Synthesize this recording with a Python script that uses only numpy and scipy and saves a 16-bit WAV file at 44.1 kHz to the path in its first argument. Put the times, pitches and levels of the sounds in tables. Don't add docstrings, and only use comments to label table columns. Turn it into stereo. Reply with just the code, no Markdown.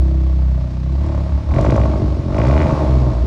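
import sys
import numpy as np
from scipy import signal
from scipy.fft import rfft, irfft
from scipy.io import wavfile
from scipy.ndimage import uniform_filter1d

SR = 44100
rng = np.random.default_rng(int(sys.argv[2]) if len(sys.argv) > 2 else 0)


def digitize_waveform(pressure):
    field = np.atleast_2d(pressure).T
    bounded = np.clip(field, -1, 1)
    quanta = np.round(bounded * 32767).astype(np.int16)
    wavfile.write(sys.argv[1], SR, quanta)


def voltage_ratio(level):
    return 10 ** (np.asarray(level, float) / 20)


N = 143766
RUN_IN = 40000
LONG = N + RUN_IN

# time_s, firing_rate_hz
FIRING_RATE = [(0.0, 32.7), (0.35, 32.5), (0.55, 31.4), (0.73, 31.3), (0.85, 32.33), (1.04, 36.47),
               (1.2, 34.43), (1.48, 35.88), (1.6, 47.56), (1.71, 54.9), (1.85, 50.67), (2.1, 47.1),
               (2.27, 42.32), (2.41, 56.95), (2.53, 72.82), (2.62, 79.36), (2.75, 73.4), (2.96, 63.56),
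               (3.26, 55.27)]
# time_s, level_db
THROTTLE_LOAD = [(0, -40.5), (.3, -43), (.9, -44.5), (1.05, -35), (1.2, -36.5), (1.47, -41.5),
                 (1.58, -23.5), (1.75, -31), (1.9, -34), (2.1, -37.5), (2.27, -40.5), (2.38, -27.5),
                 (2.6, -28), (2.8, -28.5), (3.05, -36), (3.26, -40.5)]
# time_s, level_db
BOOM_SWELL = [(0.0, -8.5), (0.1, -13), (0.53, -12.5), (0.71, -22.5), (0.95, -15), (1.27, -20.5),
              (1.35, -14), (1.44, -26.5), (1.52, -13.5), (1.58, -20.5), (1.7, -15.5), (1.82, -11.5),
              (1.95, -17), (2.08, -17.5), (2.11, -13), (2.2, -21), (2.33, -24), (2.45, -11.5),
              (2.65, -17.5), (2.69, -36), (2.8, -27), (2.94, -10.5), (3.05, -12.5), (3.12, -13),
              (3.26, -13)]
# centre_hz, width_hz, level_db
SILENCER_IDLE = [(36.6, 9.5, -3), (100.7, 29.5, -2), (130.5, 7, 5), (159, 9, 4), (189, 8, -5), (226, 9, -6),
                 (288.4, 32, -12), (328, 4, -1), (370, 40, -18)]
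# centre_hz, width_hz, level_db
SILENCER_FAST = [(43.3, 17.8, 1), (124.2, 26.3, 5), (146.6, 38.4, 0), (212.5, 32.5, -5), (295, 41.2, -4.5),
                 (376.7, 107, -10)]
# centre_hz, width_hz, level_db
TAILPIPE_PEAKS = [(567.8, 206, 0.5), (654.7, 163, -1.5), (832.3, 111, -6.5), (924, 65, -7.5),
                  (1072, 183, -7), (1296, 1000, -29), (2290, 410, -33)]
# start_s, snap_db, ring_db, spit_db
FIRST_BLIP = [(1.0344, -39, -46, -48), (1.0595, -39, -26.5, -39), (1.0884, -34, -28, -53),
              (1.1434, -40, -21, -46), (1.51, -30, -28, -41.5), (1.5394, -23.5, -21, -35),
              (1.5628, -22.5, -30, -50), (1.5848, -22, -14.5, -37), (1.6064, -41, -26, -28.5),
              (1.6262, -28, -18.5, -43), (1.6447, -25.5, -8.5, -31.5), (1.6636, -21, -12.5, -46.5),
              (1.6834, -46, -33.5, -54), (1.701, -20, -13, -28), (1.721, -22.5, -11, -41.5),
              (1.7394, -58, -18, -58), (1.7584, -22.5, -12.5, -31), (1.7764, -39, -8, -50),
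              (1.7968, -28.5, -16, -43), (1.8154, -23, -21.5, -46), (1.8357, -24.5, -24.5, -46),
              (1.8534, -32, -14, -37), (1.9344, -41.5, -17, -54)]
# start_s, snap_db, ring_db, spit_db
SECOND_BLIP = [(2.3451, -22.5, -25, -45), (2.3635, -34, -23, -37.5), (2.3825, -20, -16, -33),
               (2.3999, -21.5, -11, -58), (2.4169, -16.5, -26.5, -49), (2.4339, -30, -16, -35),
               (2.4504, -21, -12.5, -39), (2.4668, -23.5, -15, -32.5), (2.4814, -22, -30.5, -31.5),
               (2.4964, -25, -12.5, -43.5), (2.5107, -19.5, -20, -40), (2.5252, -28.5, -12, -44.5),
               (2.5374, -22, -15.5, -53), (2.5514, -31.5, -22.5, -54), (2.5641, -21, -9.5, -44),
               (2.578, -16, -15.5, -39), (2.5914, -23.5, -23, -46.5), (2.603, -17.5, -16, -51),
               (2.6154, -16.5, -28, -34.5), (2.6289, -19, -20.5, -63.5), (2.6414, -30, -18, -46.5),
               (2.6554, -40, -10.5, -53), (2.6678, -21.5, -33, -46.5), (2.6934, -30, -18, -41.5),
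               (2.7062, -24, -16, -37.5)]
# freq_hz, density_db
HISS_COLOUR = [(1300, 0), (2200, -2.5), (3000, -8), (4000, -7.5), (5500, -12), (8000, -23.5), (11500, -36),
               (14000, -48.5)]
# freq_hz, level_db, t60_s
CONCRETE = [(90, -8, 1.5), (250, -5, 1.5), (700, -6, 1.8), (2000, -11, 1.2), (6000, -5, .6)]
# freq_hz, side_minus_mid_db
PORT_WIDTH = [(60, -16), (130, -28.5), (270, -25), (580, -11), (1200, -2), (4000, -4.5), (8000, -7),
              (12000, -9)]

FIRST_FIRING_TURN, FIRING_LEAD_S = .71, .003
PULSE_SCATTER_DB, LOW_SCATTER_DB = 2.2, 1.3
IDLE_TOP_HZ, OVERRUN_SCATTER_DB, OVERRUN_JITTER_S = 38, 2.5, .0009
FAST_FROM_HZ, FAST_OVER_HZ = 37, 6
SILENCER_DB, SILENCER_DB_PER_LOAD_DB, SPEED_TILT = -20.5, 0.68, 0.65
TAILPIPE_DB, PIPE_CUT_HZ = 2.5, 3230
PUFF_DB, PUFF_S, FLOW_SHARE = 2, .01, .6
SAME_FIRING_S = .007
SNAP_LOW_HZ, SNAP_HIGH_HZ = 750, 2450
RASP_HZ, RASP_WIDTH_HZ, RASP_DB = 2200, 300, -3
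FLOOR_ECHO_S, FLOOR_ECHO_GAIN = .0021, .4
CRACK_RING_DB, CRACK_RING_LAG_S = 37.5, 0.00157
SPIT_DB, SPIT_LAG_S, SPIT_DECAY_S, SPIT_RISE_S = 5, .004, .002, .001
BOOM_HZ, BOOM_WIDTH_HZ = 65.5, 19.3
BOOM_RING_WIDTH_HZ, BOOM_RING_DB, BOOM_RING_SCATTER_DB = 4.6, 7.5, 10.5
HISS_DB, HISS_DB_PER_LOAD_DB, HISS_DB_PER_OCTAVE = -50, 0.32, 2.5
HISS_GATE, HISS_GATE_S = 0.33, .009
PORT_LAG_S, PORT_LAG_TOP_HZ = 2.6e-5, 5500
PEAK_LIMIT = .85


def rms_one(x):
    return x / np.sqrt(np.mean(x ** 2) + 1e-20)


def in_time(rows):
    time_s, value = np.transpose(rows)
    return np.interp((np.arange(LONG) - RUN_IN) / SR, time_s, value)


def at_hz(points, hz, axis=1):
    table = np.array(points)
    return np.interp(np.log(hz + 1), np.log(table[:, 0]), table[:, axis])


def bandpass(x, low_hz, high_hz, order):
    sos = signal.butter(order, [low_hz, high_hz], "band", fs=SR, output="sos")
    return signal.sosfilt(sos, x)


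def soften(x, cut_hz):
    return signal.sosfilt(signal.butter(4, cut_hz, fs=SR, output="sos"), x)


def resonance(x, hz, width_hz):
    r = np.exp(-np.pi * width_hz / SR)
    zeros = [(1 - r * r) / 2, 0, (r * r - 1) / 2]
    poles = [1, -2 * r * np.cos(2 * np.pi * hz / SR), r * r]
    return signal.lfilter(zeros, poles, x + 1e-18)


def double_resonance(x, hz, width_hz):
    return resonance(resonance(x, hz, width_hz), hz, width_hz)


def parallel(x, peaks, filt):
    total = 0
    for k, (hz, width_hz, level_db) in enumerate(peaks):
        total = total + voltage_ratio(level_db) * (-1) ** k * filt(x, hz, width_hz)
    return total


def fade(clicks, decay_s):
    return signal.lfilter([1], [1, -np.exp(-1 / (decay_s * SR))], clicks + 1e-18)


def firings():
    turns = np.cumsum(in_time(FIRING_RATE)) / SR
    turns = turns - turns[RUN_IN] - FIRST_FIRING_TURN
    return np.flatnonzero(np.diff(np.floor(turns)))[1:] - int(FIRING_LEAD_S * SR)


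def pulses(at, scatter_db):
    out = np.zeros(LONG)
    out[at] = -voltage_ratio(scatter_db * np.clip(rng.standard_normal(len(at)), -3, 1.4))
    return out


def garage(x):
    t = np.arange(RUN_IN) / SR
    tail = 0
    for low_hz in 44 * 2. ** np.arange(9) / 1.3:
        band = bandpass(rng.standard_normal((2, RUN_IN)), low_hz, 2 * low_hz, 2)
        hz = low_hz * np.sqrt(2)
        decay = voltage_ratio(-60 * t / at_hz(CONCRETE, hz, axis=2))
        shape = decay * np.clip((t - .008) / 0.021, 0, 1)
        side_db = at_hz(PORT_WIDTH, hz) + 3
        gain = voltage_ratio(at_hz(CONCRETE, hz) + np.array([[0], [side_db]]))
        tail = tail + gain * band * shape / np.sqrt(np.sum(shape ** 2))
    mid, side = signal.fftconvolve(x[None], tail, axes=1)[:, :LONG]
    return np.array([mid + side, mid - side])


def ports(x):
    sos = signal.butter(2, PORT_LAG_TOP_HZ, fs=SR, output="sos")
    slope = np.gradient(signal.sosfiltfilt(sos, x.mean(axis=0)))
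    return x + .5 * PORT_LAG_S * SR * slope * [[-1], [1]]


def hiss(at, load_db):
    beat = fade(soften(-pulses(at, PULSE_SCATTER_DB), 300), HISS_GATE_S)
    gate = 1 + HISS_GATE * rms_one(beat)
    hz = np.arange(LONG // 2 + 1) * SR / LONG
    colour = voltage_ratio(at_hz(HISS_COLOUR, hz)) * hz ** 2 / (hz ** 2 + 900 ** 2)
    noise = irfft(rfft(gate * rng.standard_normal(LONG)) * colour, LONG)
    load_rise_db = HISS_DB_PER_LOAD_DB * (load_db - load_db.min())
    speed_rise_db = HISS_DB_PER_OCTAVE * np.log2(in_time(FIRING_RATE) / FIRING_RATE[0][1])
    return voltage_ratio(HISS_DB + load_rise_db + speed_rise_db) * rms_one(noise)


def boom(at):
    tone = double_resonance(pulses(at, 0), BOOM_HZ, BOOM_WIDTH_HZ)
    ring = resonance(pulses(at, BOOM_RING_SCATTER_DB), BOOM_HZ, BOOM_WIDTH_HZ)
    ring = resonance(ring, BOOM_HZ, BOOM_RING_WIDTH_HZ)
    tone = rms_one(tone) + voltage_ratio(BOOM_RING_DB) * rms_one(ring)
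    level = np.sqrt(uniform_filter1d(tone ** 2, size=5000))
    return voltage_ratio(in_time(BOOM_SWELL)) * tone / level


def tailpipe(x):
    return parallel(soften(x, PIPE_CUT_HZ), TAILPIPE_PEAKS, double_resonance)


def cracks():
    start_s, *levels_db = np.transpose(np.vstack([FIRST_BLIP, SECOND_BLIP]))
    clicks = np.zeros((3, LONG))
    clicks[:, (start_s * SR).astype(int) + RUN_IN] = -voltage_ratio(np.array(levels_db))
    snap = 14 * bandpass(clicks[0] + 1e-18, SNAP_LOW_HZ, SNAP_HIGH_HZ, 3)
    snap = snap + voltage_ratio(RASP_DB) * resonance(snap, RASP_HZ, RASP_WIDTH_HZ)
    snap = snap + FLOOR_ECHO_GAIN * np.roll(snap, int(FLOOR_ECHO_S * SR))
    ring = tailpipe(np.roll(clicks[1], int(CRACK_RING_LAG_S * SR)))
    gust = fade(np.roll(clicks[2], int(SPIT_LAG_S * SR)), SPIT_DECAY_S)
    gust = fade(gust, SPIT_RISE_S) / (SPIT_RISE_S * SR)
    spit = bandpass(gust * rng.standard_normal(LONG), 3000, 7000, 3)
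    return snap + voltage_ratio(CRACK_RING_DB) * ring + voltage_ratio(SPIT_DB) * spit


def overrun(at):
    rate_hz = in_time(FIRING_RATE)
    not_rising_steeply = np.gradient(rate_hz)[at] * SR < 70
    return ((rate_hz[at] > IDLE_TOP_HZ) & not_rising_steeply) * 1.


def silencer(at):
    ragged = overrun(at)
    late = (OVERRUN_JITTER_S * SR * ragged * rng.standard_normal(len(at))).astype(int)
    low = pulses(np.minimum(at + late, LONG - 1), LOW_SCATTER_DB + OVERRUN_SCATTER_DB * ragged)
    low = soften(low, 400)
    rate_hz = in_time(FIRING_RATE)
    fast = np.clip((rate_hz - FAST_FROM_HZ) / FAST_OVER_HZ, 0, 1)
    rung = parallel((1 - fast) * low, SILENCER_IDLE, resonance)
    rung = rung + parallel(fast * low, SILENCER_FAST, resonance)
    return rms_one(rung / rate_hz ** SPEED_TILT)


def exhaust(at, load_db):
    kick = pulses(at, PULSE_SCATTER_DB)
    flow = rms_one(fade(-kick, PUFF_S)) + FLOW_SHARE
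    puff = rms_one(flow * rng.standard_normal(LONG))
    crack_s = np.vstack([FIRST_BLIP, SECOND_BLIP])[:, 0]
    gap_s = np.abs((at[:, None] - RUN_IN) / SR - crack_s).min(axis=1)
    kick = rms_one(kick)
    kick[at[gap_s < SAME_FIRING_S]] = 0
    high = rms_one(tailpipe(kick + voltage_ratio(PUFF_DB) * puff))
    low_db = SILENCER_DB + SILENCER_DB_PER_LOAD_DB * (load_db - load_db.mean())
    return voltage_ratio(low_db) * silencer(at) + voltage_ratio(load_db + TAILPIPE_DB) * high


def scene():
    at, load_db = firings(), in_time(THROTTLE_LOAD)
    car = exhaust(at, load_db) + cracks() + hiss(at, load_db)
    return ports(car + garage(car) + boom(at))[:, RUN_IN:]


def band_limit(x):
    return signal.sosfilt(signal.butter(12, 14300, fs=SR, output="sos"), x)


def record(dry):
    mix = PEAK_LIMIT * np.tanh(dry / PEAK_LIMIT)
    return band_limit(mix)


dry = scene()
out = record(dry)
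digitize_waveform(out)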